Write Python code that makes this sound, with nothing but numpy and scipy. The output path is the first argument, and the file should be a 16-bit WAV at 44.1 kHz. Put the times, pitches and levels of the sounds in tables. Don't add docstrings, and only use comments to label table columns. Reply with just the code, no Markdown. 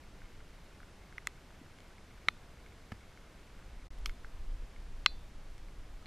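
import sys
import numpy as np
from scipy import signal
from scipy.fft import rfft, irfft, next_fast_len
from scipy.io import wavfile
from scipy.ndimage import uniform_filter1d

SR = 44100
rng = np.random.default_rng(int(sys.argv[2]) if len(sys.argv) > 2 else 0)


def store_pcm(level_fs):
    pcm = np.round(np.clip(level_fs, -1, 1) * 32767).astype(np.int16)
    wavfile.write(sys.argv[1], SR, np.atleast_2d(pcm).T)


def boost(x):
    u = np.asarray(x, float) / 20
    return 10 ** u


N = 267554

# (frequency [Hz], level [dB per Hz])
HISS_COLOUR = [(30, -5.5), (60, -6), (115, -11.5), (190, -12), (234, -15.5), (295, -15.5), (502, -19),
               (694, -20.5), (744, -21.5), (816, -21.5), (1030, -22.5), (2150, -26), (2710, -28),
               (5810, -34.5), (15000, -46.5)]
# (frequency [Hz], level [dB per Hz])
RUMBLE_COLOUR = [(7.1, -25), (12, 3), (22, 4), (34, -2), (52, -9), (76, -19), (120, -26), (160, -44),
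                 (260, -120)]
# (time [s], rumble level [dB])
WIND_STRENGTH = [(0.0,-57.5), (0.3,-51.5), (0.83,-58), (1.7,-59.5), (2.5,-56.5), (3.4,-60), (3.7,-48),
                 (3.93,-48), (4.03,-35), (4.2,-48.5), (4.5,-36.5), (4.74,-49), (4.91,-42), (5.1,-44),
                 (5.3,-48), (5.55,-46.5), (5.88,-47), (6.07,-49)]
# (time [s], gain [dB])
SCENE_CHANGE = [(0, 0), (3.871, 0), (3.874, -14.5), (3.882, -3.5), (3.89, -71), (3.9, -68), (3.903, -63),
                (3.905, 0.5), (6.07, -0.5)]
# (frequency [Hz], level [dB per Hz])
SIDE_COLOUR = [(30, 14), (70, -9), (150, -1.5), (500, 5), (1600, 3), (3500, 4.5), (9500, -1.5), (9900, -7),
               (12600, -10), (13000, -60)]
# (start [s], end [s])
POOR_TREBLE = [
    (3.95, 3.978),
    (3.995, 4.052),
]
# (time [s], level [dB], frequency [Hz], 60 dB decay [s], swell [ms])
BUMPS = [
    (1.122, -50, 150, 0.058, 1.6),
    (1.614, -41.5, 260, 0.034, 0.53),
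    (2.284, -26, 200, 0.0074, 0.33),
    (2.9186, -22, 93, 0.0396, 9.2),
    (2.921, -31.5, 217.5, 0.035, 2.1),
    (2.9185, -43, 690, 0.011, .6),
    (2.9188, -35, 1300, 0.015, 0.68),
    (2.921, -56, 4950, 0.0193, .5),
    (6.0578, -45, 4280, 0.012, .3),
    (6.0252, -48, 1275, 0.0203, .4),
]
# (time [s], level [dB], 60 dB decay [s], low edge [Hz], high edge [Hz])
SPLASHES = [
    (2.9187, -42.5, 0.033, 403, 2230),
    (2.9232, -50, 0.018, 1800, 2460),
    (2.9215, -59, 0.0172, 4000, 14000),
    (3.985, -66, 0.028, 6000, 16000),
    (4.06, -62, 0.15, 9000, 15500),
    (4.062, -50, .06, 1000, 6000),
    (5.58, -57, 0.015, 2000, 7900),
    (6.0572, -48, 0.013, 3920, 4470),
]
# (frequency [Hz], level [dB], 60 dB decay [s])
LATCH = [(2514, -1.5, .12), (3553, -9.5, .55)]
# (frequency [Hz], level [dB], 60 dB decay [s])
FRAME = [(4027, -3, .18), (4199, 0, .14), (4538, -9, .27), (1518, -17, .08), (5530, -15, .1),
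         (7100, -19, .08)]
# (frequency [Hz], width [Hz], level [dB])
TOP_PANEL = [(1220, 120, -41.5), (1430, 163, -42.5), (2040, 175, -27), (2900, 120, -53.0), (3370, 130, -49),
             (5640, 380, -46.5), (11340, 1500, -44.5)]
# (frequency [Hz], width [Hz], level [dB])
LID = [(1241, 180, -25), (1423, 580, -19.5), (2040, 184, -21), (2660, 115, -36), (3440, 202, -31),
       (4170, 82, -41), (5250, 740, -27), (6680, 237, -32.5), (7640, 650, -24), (10160, 190, -45),
       (11800, 980, -31.5)]
# (frequency [Hz], width [Hz], level [dB])
DOOR = [(663, 410, -10.5), (1282, 210, -6), (2130, 367, 5.5), (3130, 300, -9.5), (3460, 200, -21),
        (3876, 370, -2.5), (4350, 210, -24), (4670, 150, -40), (5400, 250, -25), (5850, 350, -20),
        (6740, 730, -21), (7700, 202, -29), (10700, 1600, -8.5)]
# (frequency [Hz], width [Hz], level [dB])
FLANK = [(1246, 100, -33.5), (1600, 335, -34), (2210, 130, -30.5), (3149, 310, -24.5), (3330, 140, -30.5),
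         (4265, 190, -33), (5220, 340, -27), (5980, 1400, -23), (8340, 440, -38), (9260, 520, -40),
         (11900, 350, -44)]
# (frequency [Hz], width [Hz], level [dB])
WINDOW = [(655, 120, -49.5), (1204, 124, -16.5), (1520, 134, -18.5), (2080, 82, -18), (2660, 250, -11),
          (3300, 320, -9.5), (3640, 224, -30), (3980, 220, -14.5), (4310, 170, -13.5), (5240, 110, -27.5),
          (5800, 390, -25), (6600, 940, -18.5), (7970, 260, -41), (10650, 440, -34.0)]
# (time [s], contact build-up [ms], latch ring [dB], frame ring [dB])
LOUD_DROPS = [
    (1.1813, 0.234, -78, -78),
    (1.2712, .04, -66, -80.5),
    (2.2849, 2.4, -57, -65),
    (4.059, 0.044, -58.5, -71.5),
    (5.061, 0.043, -47.5, -40.5),
]
# (frequency [Hz], width [Hz], level [dB])
SHELL = [
    [(2168, 103, -1.5)],
    [(1200, 160, -32), (1477, 210, 2.5)],
    [(2600, 220, -10), (3200, 310, 8.5)],
    [(4180, 230, -3), (5040, 270, 0)],
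    [(7100, 420, 5.5), (10800, 900, 2.5)],
]
HARD_SHARE = [-1.5, 0.5, -4.5]
# (time [s], strength [dB], spot: 2 kHz over low tones [dB], hardness: higher tones [dB])
LIGHT_DROPS = [(0.2044, -55, 6.5, -10), (0.2187, -47, -5, -23), (0.2557, -49, 17, -21),
               (0.4047, -52, 2.5, -20), (0.5324, -63, 2.5, -7), (0.548, -58, 8, -12),
               (0.8032, -45, -21, -27), (0.8313, -45.5, -9, -27.5), (1.126, -46, -5.5, -18),
               (1.506, -53, -14.5, -14), (1.6955, -66, -10.5, -6), (1.7868, -52, 4, -7),
               (1.8044, -68, -1.5, 11), (1.9823, -48, 9.5, -25.5), (2.663, -47.5, 18, -15.5),
               (2.7223, -50.5, 16, -19), (2.921, -52, 4, -14.5), (3.1747, -49.5, -1.3, -18),
               (3.5918, -52, -18, -15), (3.9864, -63.5, .3, -2.5), (4.0952, -38.5, 2, -13),
               (4.2466, -38, -12, -25), (4.7626, -47.5, 19, -23), (5.5802, -53, 3, -6),
               (5.685, -50.5, 16.5, -18), (6.026, -58, -10.5, -4), (6.0579, -44, 9, -15)]


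def in_time(rows):
    s, *columns = np.transpose(rows)
    return [np.interp(np.arange(N) / SR, s, column) for column in columns]


def coloured(points):
    hz, db = np.transpose(points)
    size = next_fast_len(N)
    log_hz = np.log(np.fft.rfftfreq(size, 1 / SR) + 1)
    colour = boost(np.interp(log_hz, np.log(hz), db, left=-60, right=-90))
    noise = irfft(rfft(rng.standard_normal(size)) * colour, size)[:N]
    return noise / noise.std()


def add(track, s, sound):
    at = int(s * SR)
    track[at:at + len(sound)] += sound[:N - at]


def rain_hiss():
    return boost(-57.5) * coloured(HISS_COLOUR)


def evened(x):
    span_s = 0.17
    x = x / x.std()
    power = uniform_filter1d(x ** 2, int(span_s * SR))
    x = x / (power + .05) ** 0.43
    return x / x.std()


def wind():
    deep_db, = in_time(WIND_STRENGTH)
    noise = coloured(RUMBLE_COLOUR)
    deep = signal.sosfiltfilt(signal.butter(3, 56, fs=SR, output="sos"), noise)
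    calm_db, share_of_gust = -57.5, 0.56
    upper_db = -66 + share_of_gust * (deep_db - calm_db)
    return boost(deep_db) * evened(deep) + boost(upper_db) * evened(noise - deep)


def knock(modes, rise_ms):
    hz, width, db = np.transpose(modes)[:, :, None]
    t = np.arange(SR // 25) / SR
    tones = boost(db) * np.exp(-np.pi * width * t) * np.sin(2 * np.pi * hz * t)
    signs = (-1.) ** np.arange(len(modes))
    body = signs @ tones * (1 - np.exp(-1000 * t / rise_ms))
    body = body * np.exp(-(t / 0.008) ** 2)
    return signal.sosfilt(signal.butter(2, 600, "high", fs=SR, output="sos"), body)


def patter(per_s, level_db):
    out = 0
    for modes in SHELL[:2]:
        sizes = boost(level_db + 2.8 * np.minimum(rng.exponential(1, N), 3))
        sizes = sizes * rng.choice([-1, 1], N)
        hits = sizes * (rng.random(N) < per_s / SR)
        out = out + signal.oaconvolve(hits, knock(modes, rise_ms=.2))[:N]
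    return out * (np.arange(N) < SCENE_CHANGE[2][0] * SR)


def bumps():
    t, out = np.arange(SR // 5) / SR, np.zeros(N)
    for s, db, hz, t60, swell_ms in BUMPS:
        swell_and_decay = boost(db - 60 * t / t60) * (1 - np.exp(-1000 * t / swell_ms))
        add(out, s, -swell_and_decay * np.sin(2 * np.pi * hz * t))
    return out


def splashes():
    t, out = np.arange(SR // 5) / SR, np.zeros(N)
    for s, db, t60, low_hz, high_hz in SPLASHES:
        band = signal.butter(2, [low_hz, high_hz], "band", fs=SR, output="sos")
        noise = signal.sosfilt(band, rng.standard_normal(len(t)))
        add(out, s, boost(db - 60 * t / t60) * noise / noise.std())
    return out


def metal_ring(part):
    t = np.arange(SR // 2) / SR
    tones = sum(boost(db - 60 * t / t60) * np.sin(2 * np.pi * hz * t) for hz, db, t60 in part)
    return tones * (1 - np.exp(-t / 0.00054))


def loud_drops():
    out = np.zeros(N)
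    latch, frame = metal_ring(LATCH), metal_ring(FRAME)
    panels = (TOP_PANEL, LID, DOOR, FLANK, WINDOW)
    for (s, rise_ms, latch_db, frame_db), panel in zip(LOUD_DROPS, panels):
        add(out, s, knock(panel, rise_ms))
        add(out, s, boost(latch_db) * latch + boost(frame_db) * frame)
    top_limit = signal.butter(6, 13600, fs=SR, output="sos")
    return signal.sosfilt(top_limit, out + 1e-18)


def light_drops():
    groups = np.array([knock(modes, rise_ms=0.13) for modes in SHELL])
    out = np.zeros(N)
    for s, db, spot_db, hard_db in LIGHT_DROPS:
        group_db = db + np.r_[min(spot_db, 0), min(-spot_db, 0), hard_db + np.array(HARD_SHARE)]
        add(out, s - .0003, boost(group_db) @ groups)
    return out


def scene():
    background = rain_hiss() + wind()
    rain = patter(per_s=35, level_db=-62) + splashes() + loud_drops() + light_drops()
    gain = boost(in_time(SCENE_CHANGE)[0])
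    return np.tile((background + bumps() + rain) * gain, (2, 1))


def thin_top(x, keep, slope, loud_db):
    hz, t, cells = signal.stft(x, SR, nperseg=2048)
    band = np.maximum((hz - 12000) // 170 + 1, 0).astype(int)
    shared = signal.lfilter([.45], [1, -.5], rng.standard_normal(len(t)))
    shared = shared - 9 * sum((t > start) & (t < end) for start, end in POOR_TREBLE)
    own = rng.standard_normal((band.max() + 1, len(t)))
    own = signal.lfilter([.85], [1, -.5], own)
    odds = shared + own + keep - slope * np.arange(band.max() + 1)[:, None]
    loud = uniform_filter1d(np.abs(cells), size=21, axis=0) > boost(loud_db)
    kept = (odds[band] > 0) | (band[:, None] == 0) | loud
    kept = kept * (hz[:, None] < 15100)
    return signal.istft(cells * kept, SR, nperseg=2048)[1][:N]


def band_limit(x):
    return signal.sosfilt(signal.butter(12, 15120, fs=SR, output="sos"), x)


def record(dry):
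    mono = thin_top(dry[0], keep=0.98, slope=0.08, loud_db=-104)
    side = boost(-77.5 + in_time(SCENE_CHANGE)[0]) * coloured(SIDE_COLOUR)
    return band_limit(mono + side * [[1], [-1]])


dry = scene()
out = record(dry)
store_pcm(out)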